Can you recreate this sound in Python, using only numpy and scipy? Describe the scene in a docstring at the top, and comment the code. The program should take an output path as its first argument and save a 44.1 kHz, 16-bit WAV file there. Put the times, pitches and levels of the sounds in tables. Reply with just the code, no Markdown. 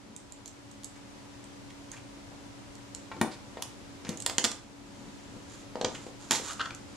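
"""A small, fairly live room with a mat on a workbench: room air and a slightly wavering hum of mains and fan.
A steel scriber ticks and scrapes on a brass ring; the clicks are tiny impacts coloured like metal.
Ring and steel rule knock on the bench: each contact sums a thud, a clack, a click and the rule's modes.
The rule slaps down twice, bouncing into a buzz; filtered noise makes its strokes and the hand's rumble.
Gliding tones make its short squeaks near the end. Two ports close by hear it all through the room."""
import sys
import numpy as np
from scipy import signal
from scipy.fft import rfft, irfft
from scipy.io import wavfile

SR = 44100
rng = np.random.default_rng(int(sys.argv[2]) if len(sys.argv) > 2 else 0)


def materialize(psi):
    """Save the field psi as 16-bit PCM at rate SR to the path in sys.argv[1].

    A 1-D psi becomes a single channel; in a 2-D psi each row is a channel.
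    """
    bounded = np.clip(np.atleast_2d(psi).T, -1, 1)
    quanta = np.round(bounded * 32767).astype(np.int16)
    wavfile.write(sys.argv[1], SR, quanta)


N = 306936

# Event levels are nominal: the trims in the functions and the room come on top.
# Spectrum of the room air. Each row: frequency in Hz, relative density in dB per Hz.
AIR_COLOUR = [(15, -39), (30, -16), (43, -8.5), (55, -14.5), (110, -5), (155, -12), (205, -8.5), (320, -10),
              (450, -14.5), (960, -18), (1500, -22), (7300, -28.5), (11300, -40), (16000, -62)]
# Swell of air and hum together. Each row: time in seconds, gain in dB.
AIR_SWELL = [(0, -2.5), (.5, -1.5), (1.2, 1), (4.4, 2), (4.65, -1.5), (5.1, 1.5), (6.96, 2)]
# Likeness of the air at the two ports. Each row: frequency in Hz, likeness from 0 to 1.
AIR_SHARED = [(40, 0.65), (150, 0), (600, 0), (2000, 0.057)]
# Hum of mains and fan. Each row: frequency in Hz, mean level in dB.
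HUM_TONES = [(120, -64.5), (204.6, -65), (283.3, -56.5), (566, -68.5), (850, -73.5), (970, -71.5)]
AIR_DB = -50.5  # room air before its swell

# The hand leaning on the mat and letting go.
# Each row: time of most weight in seconds, level in dB, swell and fade time constant in seconds.
PRESSES = [(.11, -54, 0.064), (3.15, -49, 0.071), (4.1, -48, 0.11), (5.0, -52.5, 0.27), (5.36, -50, 0.095),
           (5.89, -43.5, 0.077), (6.72, -57, 0.27)]
# Colour of skin on the mat. Each row: frequency in Hz, gain in dB.
PALM_COLOUR = [(25, -11), (70, -3.5), (170, 5.5), (350, 0), (700, -15), (1500, -22), (5000, -36),
               (16000, -68)]

# The scriber's point catching on metal. Each row: start in seconds, level in dB.
TICKS = [(.1632, -47), (.322, -49.5), (0.4584, -48.5), (0.4778, -49), (0.713, -57), (.834, -54),
         (.844, -43), (1.441, -56), (1.916, -46.5), (2.753, -56), (2.948, -43), (4.173, -46.5),
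         (4.2018, -43), (4.222, -43), (6.5323, -47.5), (6.748, -49)]
# Colour of those catches. Each row: frequency in Hz, gain in dB.
POINT_COLOUR = [(100, -55), (2200, -19), (3500, -5), (5500, -7), (7300, 1.5), (8600, -4.5), (12000, -19.5),
                (16000, -52)]
# Short drags of the point over the brass.
# Each row: start in seconds, length in seconds, level in dB, centre frequency in Hz.
SCRATCHES = [(0.951, 0.033, -59, 2230), (1.702, 0.0074, -52, 3070), (1.919, 0.04, -54, 1890),
             (1.96, 0.033, -54, 2400), (3.307, 0.051, -52, 4470), (4.049, 0.11, -53, 2340),
             (5.943, 0.028, -46, 3030)]

# Soft, thuddy contacts: fingertips bumping the parts into the mat, and the second contact
# of the hard knock at 3.21 s. Each row: start in seconds, thud level in dB, thud centre in Hz.
SOFT_CONTACTS = [(2.318, -53, 644), (3.165, -43.5, 324), (3.2165, -32.5, 675), (3.814, -49, 231),
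                 (5.365, -48.5, 340), (5.7556, -34.5, 556), (6.066, -42, 416), (6.398, -40, 383)]
SOFT_CLACK_DB, SOFT_CLICK_DB = -15, -16.5  # against the thud: a soft contact stirs little metal
SOFT_DULL_HZ, SOFT_CONTACT_S = 5060, 0.0028

# Ring and rule knocking on each other and the bench. Each row: start in seconds, thud level in dB,
# thud centre in Hz, clack level in dB, steel click level in dB, frequency in Hz above which the click dulls.
KNOCKS = [(3.1156, -55, 920, -45, -63.5, 4050), (3.213, -23, 248, -29.5, -36, 12000),
          (3.5711, -41, 590, -49.5, -57, 4050), (3.6227, -51.5, 890, -47.5, -36.5, 14600),
          (4.0489, -47, 298, -47.5, -51, 6040), (4.0906, -31.5, 227, -49, -39.5, 13000),
          (4.2625, -41.5, 570, -36, -28.5, 15000), (4.297, -41.5, 532, -39.5, -37.5, 12000),
          (4.382, -35, 328, -32.5, -25, 8800), (4.5134, -51, 400, -47, -39, 10100),
          (5.8124, -31, 520, -43, -38.5, 5700), (5.8457, -29, 430, -34, -31, 6100)]
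# Free blows that leave the metal ringing. Each row: start in seconds, level in dB.
RINGS = [(3.2135, -38), (3.6222, -44.5), (6.3093, -48)]
# Nominal contact time for a click of the given level; it halves for a click so many dB louder.
CONTACT_S, CONTACT_AT_DB, CONTACT_HALVES_DB = 0.0021, -35, 12

# The rule landing flat, bouncing and buzzing to rest. Each row: start in seconds, thud level in dB,
# thud centre in Hz, clack level in dB, steel click level in dB, first bounce gap in seconds,
# change per bounce in dB, buzz level in dB.
SLAPS = [(4.441, -38.5, 320, -35.5, -28, .0046, -0.2, -58), (6.309, -34, 293, -29, -25.5, .0078, -5, -28)]
BOUNCE_SHRINK = 0.88  # each gap is this share of the last
SLAP_CONTACT_S, SLAP_DULL_HZ = 0.0026, 10800
BUZZ_S, BUZZ_CLACK_DB = 0.031, -5.5  # nominal decay of the buzz, and its clack against its click

# Strokes of the rule and fingers over the mat. Each row: start in seconds, length in seconds, level in dB.
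STROKES = [(4.77, .85, -65), (5.46, 0.21, -57), (5.86, 0.27, -54.5), (6.174, 0.18, -54), (6.42, .13, -40.5),
           (6.5, 0.22, -56), (6.822, .25, -63)]
# Colour of that rubbing. Each row: frequency in Hz, gain in dB.
RUB_COLOUR = [(150, -18), (400, -13), (1300, 5), (2300, -5), (3500, 0.5), (5500, -2), (7100, 2.5),
              (8600, -5), (12000, -19), (14000, -37), (16000, -49)]
STROKE_EASE = 0.57  # share of a stroke spent speeding up and slowing down
# The rule's end juddering on the mat. Each row: start in seconds, length in seconds, level in dB,
# start pitch in Hz, end pitch in Hz, roughness from 0 to 1.
SQUEAKS = [(6.492, 0.026, -42, 1190, 1375, 0.28), (6.593, 0.018, -34.5, 1053, 1505, 0.21),
           (6.602, 0.021, -31.5, 1685, 1200, 0.23), (6.654, 0.0123, -40, 1710, 960, 0.93),
           (6.7053, 0.006, -39, 1660, 1830, 0.79)]

# Resonances of bench, metal and rule, before each blow's random spread.
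# Each row: frequency in Hz, relative level in dB, time to fall 60 dB in seconds.
BENCH_MODES = [(176, -6, 0.24), (245, -11, 0.13), (321, 5, 0.088), (433, -13, 0.17), (493.7, -0.5, 0.31),
               (617, 2, 0.21), (759, 6, 0.24), (856, -18, 0.12), (1180, 6, .1)]
METAL_MODES = [(3570, 3, 0.063), (4500, -19, 0.053), (6200, -18, 0.045), (6960, -4, 0.051),
               (8730, 10, 0.07), (9350, 6, 0.12), (9700, -1, 0.16), (12100, -21, .07), (12600, 0, 0.086)]
RULE_MODES = [(898, 4, 0.071), (1070, 2, 0.078), (1358, -5.5, 0.17), (1800, -17, 0.13), (2280, -7.5, .16)]
# The rule's level against the clack, and dB gained per dB by which the clack outweighs the click.
RULE_DB, RULE_PER_DULL_DB = -14, 1.0
# Colours of a steel click and of a clack. Each row: frequency in Hz, gain in dB.
CLICK_COLOUR = [(100, -61), (1200, -56), (2500, -7.5), (3300, 1), (4400, -0.5), (5200, -3), (6400, -3.5),
                (7400, -1), (8600, -8), (11500, -14), (13000, -19), (14200, -33), (16000, -39)]
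CLACK_COLOUR = [(50, -50), (400, -18), (900, -1), (1350, -5.5), (1900, -2.5), (2500, -8.5), (3300, -11),
                (6000, -23.5), (14000, -57)]

# Decay of the room's tail. Each row: frequency in Hz, time to fall 60 dB in seconds.
ROOM_T60 = [(100, 0.18), (400, 0.3), (1500, 0.33), (4000, 0.33), (7500, 0.31), (14000, 0.29)]
# Colour of the tail. Each row: frequency in Hz, gain in dB.
ROOM_COLOUR = [(100, -2.5), (400, -2.5), (1500, -3.5), (4000, -7.5), (7500, -3.5), (14000, -11)]
# Likeness of the tail at the two ports. Each row: frequency in Hz, likeness from 0 to 1.
ROOM_SHARED = [(100, 0.86), (1000, 0.74), (4000, 0.45), (9000, 0)]
# Treble thrown about by hands and tools. Each row: frequency in Hz, gain in dB.
SCATTER_COLOUR = [(500, -18), (3000, -22.5), (6000, -15.5), (9000, -3.5), (14000, -11.5)]
# Echoes off the bench and wall. Each row: delay in seconds, left gain, right gain.
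ECHOES = [(.0021, 0.13, .2), (.0043, 0.12, 0.18), (0.0114, .14, .27), (0.013, 0.04, 0.12)]
# Left port against right; the scene shares it out between them. Each row: frequency in Hz, difference in dB.
LEFT_OVER_RIGHT = [(60, 5), (500, 3.5), (2000, 1.5), (4000, -0.5), (6500, -10), (8000, -9.5), (9500, 9),
                   (11500, 10), (14000, 12)]

LEVEL_SPAN_S = 0.015  # a blow's level is its energy spread over this time
EDGE_HZ = 16000  # top of the recorder's band


def amp(db):
    """Decibels to gain."""
    return 10 ** (np.asarray(db) / 20)


def evened(x):
    """Scales to an rms of one."""
    return x / np.sqrt(np.mean(x ** 2) + 1e-20)


def blow(x, db):
    """Scales a short sound so that its energy gives the wanted level."""
    energy = np.sum(x ** 2) + 1e-20
    return amp(db) * x * np.sqrt(LEVEL_SPAN_S * SR / energy)


def read(points, hz):
    """Reads a table on a log-frequency axis."""
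    f, value = np.transpose(points)
    return np.interp(np.log(hz + 1), np.log(f + 1), value)


def curve(points):
    """Reads a table of time and value at every sample."""
    return np.interp(np.arange(N) / SR, *np.transpose(points))


def add(mix, s, sound):
    """Mixes a sound in at a time in seconds."""
    part = mix[round(s * SR):][:len(sound)]
    part += sound[:len(part)]


def colour(x, points, share=1, size=2048):
    """Causal minimum-phase filter with the given spectrum, or a share of its dB."""
    hz = abs(np.fft.fftfreq(size, 1 / SR))
    log_gain = np.log(amp(share * read(points, hz)))
    taps = np.fft.ifft(np.exp(np.conj(signal.hilbert(log_gain)))).real
    return signal.fftconvolve(x, taps[:size // 2])[:len(x)]


def drift(seconds):
    """Smooth random wandering with an rms of one, its knots this far apart."""
    knots = rng.standard_normal(int(N / SR / seconds) + 2)
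    position = np.arange(N) / SR / seconds
    return evened(np.interp(position, np.arange(len(knots)), knots))


def alike(first, other, same):
    """Blends two independent signals into one with the given likeness to the first."""
    return same * first + np.sqrt(1 - same ** 2) * other


def background():
    """Room air, alike at the two ports only in the bass, and a slightly wavering hum."""
    left, other = rfft(rng.standard_normal((2, N)))
    same = np.clip(read(AIR_SHARED, np.fft.rfftfreq(N, 1 / SR)), 0, 1)
    spectra = (left, alike(left, other, same))
    air = np.array([evened(colour(irfft(z, N), AIR_COLOUR, size=8192)) for z in spectra])
    t = np.arange(N) / SR
    hum = np.zeros(N)
    for hz, db in HUM_TONES:
        level = np.sqrt(2) * amp(db + 1.46 * drift(0.15))
        hum += level * np.sin(2 * np.pi * hz * t + 0.2 * drift(0.2))
    balance = amp([[0.4], [-0.4]])  # a touch louder on the left
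    return (amp(AIR_DB) * air + hum) * amp(curve(AIR_SWELL)) * balance


def hand(lump_db=3, lump_s=0.027, trim_db=-2):
    """Skin pressing and rolling on the mat: a soft, lumpy rumble that swells and fades with each press."""
    t = np.arange(N) / SR
    swells = [amp(db) * np.exp(-abs(t - s) / swell_s) for s, db, swell_s in PRESSES]
    weight = np.max(swells, axis=0)
    rumble = evened(colour(rng.standard_normal(N), PALM_COLOUR))
    return rumble * weight * amp(trim_db + lump_db * drift(lump_s))


def chatter(decay, clump_db=4.5, size=16384):
    """Hard contact: a dying flurry of tiny impacts that come in clumps."""
    t = np.arange(size) / SR
    knots = t[::40]
    clumps = amp(clump_db * np.interp(t, knots, rng.standard_normal(len(knots))))
    envelope = np.exp(-t / decay) * (1 - np.exp(-t / 0.00032))
    return rng.standard_normal(size) * clumps * envelope


def ticks(decay=0.0018, trim_db=-1):
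    """The point slips and catches: tiny, bright clicks."""
    out = np.zeros(N)
    for s, db in TICKS:
        add(out, s, blow(colour(chatter(decay), POINT_COLOUR), db + trim_db))
    return out


def scratches(skirt_db=-13):
    """The point drags a short way: fine grit through one broad resonance of the blade."""
    out = np.zeros(N)
    for s, length, db, hz in SCRATCHES:
        resonance = [(hz / 4, -28), (hz * 0.28, -8), (hz, 0), (hz * 1.6, skirt_db),
                     (7500, -11), (11000, -25), (15000, -50)]
        n = round(length * SR)
        grit = colour(chatter(length), resonance)[:n]
        add(out, s, amp(db) * evened(grit * signal.windows.tukey(n, 0.5)))
    return out


def ring(modes, split=0.0128, count=3, size=16384):
    """Dying modes; each splits into close, beating partials that shift with the grip."""
    t = np.arange(size) / SR
    out = np.zeros(size)
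    for hz, db, t60 in modes:
        for _ in range(count):
            level = amp(db + 2 * rng.standard_normal() - 60 * t / t60)
            pitch = hz * (1 + split * rng.standard_normal())
            out += level * np.sin(2 * np.pi * pitch * t)
    return out


def thud(hz, cycles=0.49, bench_db=-5, rattle_db=-7, rattle_s=0.017, low_hz=125, size=16384):
    """A brief push into the mat; bench modes near its pitch ring on and loose things rattle."""
    t = np.arange(size) / SR
    push = np.sin(2 * np.pi * hz * t) * np.exp(-hz * t / cycles) * (1 - np.exp(-t / 0.0007))
    # modes weaken with their distance from the push in octaves
    modes = [(f, db - 7 * np.log2(f / hz) ** 2, t60) for f, db, t60 in BENCH_MODES]
    rattle_colour = [(hz / 2, -20), (hz, -2), (hz * 1.59, 0), (hz * 3, -20), (hz * 10, -55)]
    rattle = colour(chatter(rattle_s), rattle_colour)
    body = evened(push) + amp(bench_db) * evened(ring(modes)) + amp(rattle_db) * evened(rattle)
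    # a small bench radiates no deep bass
    return signal.sosfilt(signal.butter(3, low_hz, "high", fs=SR, output="sos"), body)


def strike(thud_level_db, hz, clack_level_db, click_level_db, dull_hz, decay,
           thud_db=0, clack_db=-1, click_db=-1, dull_db=-22):
    """One contact thuds into the bench, clacks and clicks; a dull one mostly bends the rule, which sings on."""
    softness = [(dull_hz, 0), (2 * dull_hz, dull_db)]
    click = colour(colour(chatter(decay * 1.13), CLICK_COLOUR), softness)
    clack = colour(chatter(decay + 0.0023), CLACK_COLOUR)  # the clack outlasts the nominal contact
    dullness_db = clack_level_db - click_level_db
    rule_db = clack_level_db + RULE_DB + RULE_PER_DULL_DB * dullness_db
    return (blow(thud(hz), thud_level_db + thud_db)
            + blow(clack, clack_level_db + clack_db)
            + blow(click, click_level_db + click_db)
            + blow(ring(RULE_MODES, count=2), rule_db))


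def soft_contacts():
    """Soft contacts: mostly thud, with a trace of metal."""
    out = np.zeros(N)
    for s, db, hz in SOFT_CONTACTS:
        contact = strike(db, hz, db + SOFT_CLACK_DB, db + SOFT_CLICK_DB, SOFT_DULL_HZ, SOFT_CONTACT_S)
        add(out, s, contact)
    return out


def knocks():
    """Single knocks: the louder the click, the shorter the contact; a free blow sets the metal ringing."""
    out = np.zeros(N)
    for s, low_db, hz, mid_db, high_db, dull_hz in KNOCKS:
        decay = CONTACT_S * 2 ** ((CONTACT_AT_DB - high_db) / CONTACT_HALVES_DB)
        add(out, s, strike(low_db, hz, mid_db, high_db, dull_hz, decay))
    for s, db in RINGS:
        add(out, s, blow(ring(METAL_MODES, split=0.017, count=5), db))
    return out


def slaps(buzz_thud_db=-16, count=3):
    """The rule bounces ever sooner and weaker, until the bounces give way to a buzz."""
    out = np.zeros(N)
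    for s, low_db, hz, mid_db, high_db, gap, step_db, buzz_db in SLAPS:
        for k in range(count):
            bounce = strike(low_db, hz, mid_db, high_db, SLAP_DULL_HZ, SLAP_CONTACT_S)
            add(out, s, amp(k * step_db) * bounce)
            s += gap * BOUNCE_SHRINK ** k
        buzz = strike(buzz_db + buzz_thud_db, hz, buzz_db + BUZZ_CLACK_DB, buzz_db, SLAP_DULL_HZ, BUZZ_S)
        add(out, s, buzz)
    return out


def slide(grains_per_s=2200, trim_db=-2):
    """Dense grains of friction under the moving rule; each stroke eases in and out."""
    speed = np.zeros(N)
    for s, length, db in STROKES:
        add(speed, s, amp(db) * signal.windows.tukey(round(length * SR), STROKE_EASE))
    grains = rng.standard_normal(N) * (rng.random(N) < grains_per_s / SR)
    return evened(colour(grains, RUB_COLOUR)) * speed * amp(trim_db + 0.91 * drift(0.025))


def squeaks(overtone=2.35, overtone_db=-10, grit_db=-1, wobble=0.304):
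    """Stick and slip bends the rule: a gliding tone, a higher bending mode and some grit."""
    grit_colour = [(500, -5.5), (1000, -7), (1800, 2.5), (2200, -8.5), (3400, 0),
                   (5500, -12.0), (10000, -28), (15000, -54)]
    out = np.zeros(N)
    for s, length, db, start_hz, end_hz, rough in SQUEAKS:
        n = round(length * SR)
        jitter = 1 + wobble * rough * drift(0.0008)[:n]
        phase = 2 * np.pi * np.cumsum(np.linspace(start_hz, end_hz, n) * jitter) / SR
        tone = np.sin(phase) + amp(overtone_db) * np.sin(overtone * phase)
        grit = evened(colour(chatter(length), grit_colour)[:n])
        squeak = tone + amp(grit_db) * np.sqrt(rough) * grit
        add(out, s, amp(db) * evened(squeak * signal.windows.tukey(n, 0.6)))
    return out


def room(x, dense_s=0.04, build_s=0.0045, scatter_s=0.0008, size=24000):
    """Direct sound, scatter near the ports, echoes off the bench and wall, and a short tail that thickens."""
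    age = np.arange(size) / SR
    density = np.minimum(0.03 + (age / dense_s) ** 2, 1)
    taps = rng.standard_normal((2, size)) * (rng.random(size) < density) / np.sqrt(density)
    hz, t, z = signal.stft(taps, SR, nperseg=256)
    same = np.clip(read(ROOM_SHARED, hz), 0, 1)[:, None]
    z[1] = alike(z[0], z[1], same)
    decay = amp(-60 * t / read(ROOM_T60, hz)[:, None])
    tail = signal.istft(z * decay, SR, nperseg=256)[1][:, :size]
    tail *= 1 - np.exp(-age / build_s)
    near = rng.standard_normal((2, size)) * np.exp(-age / scatter_s) * (age > 0)
    response = np.array([colour(far / np.linalg.norm(far), ROOM_COLOUR)
                         + colour(close / np.linalg.norm(close), SCATTER_COLOUR)
                         for far, close in zip(tail, near)])
    response[:, 0] += 1  # direct sound
    for delay, *gains in ECHOES:
        response[:, round(delay * SR)] += gains
    return signal.fftconvolve(x[None], response, axes=1)[:, :N]


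def scene():
    """The bench work reaches each port with its own colour, over the air and hum."""
    handling = hand() + slide() + squeaks()
    scriber = ticks() + scratches()
    contacts = soft_contacts() + knocks() + slaps()
    left, right = room(handling + scriber + contacts)
    work = np.array([colour(left, LEFT_OVER_RIGHT, 0.47), colour(right, LEFT_OVER_RIGHT, -0.48)])
    return work + background()


def record(dry):
    """The recorder's band limit: a steep low-pass."""
    low_pass = signal.firwin(255, EDGE_HZ, window=("kaiser", 9), fs=SR)
    return signal.oaconvolve(dry, low_pass[None], "same")


dry = scene()
out = record(dry)
materialize(out)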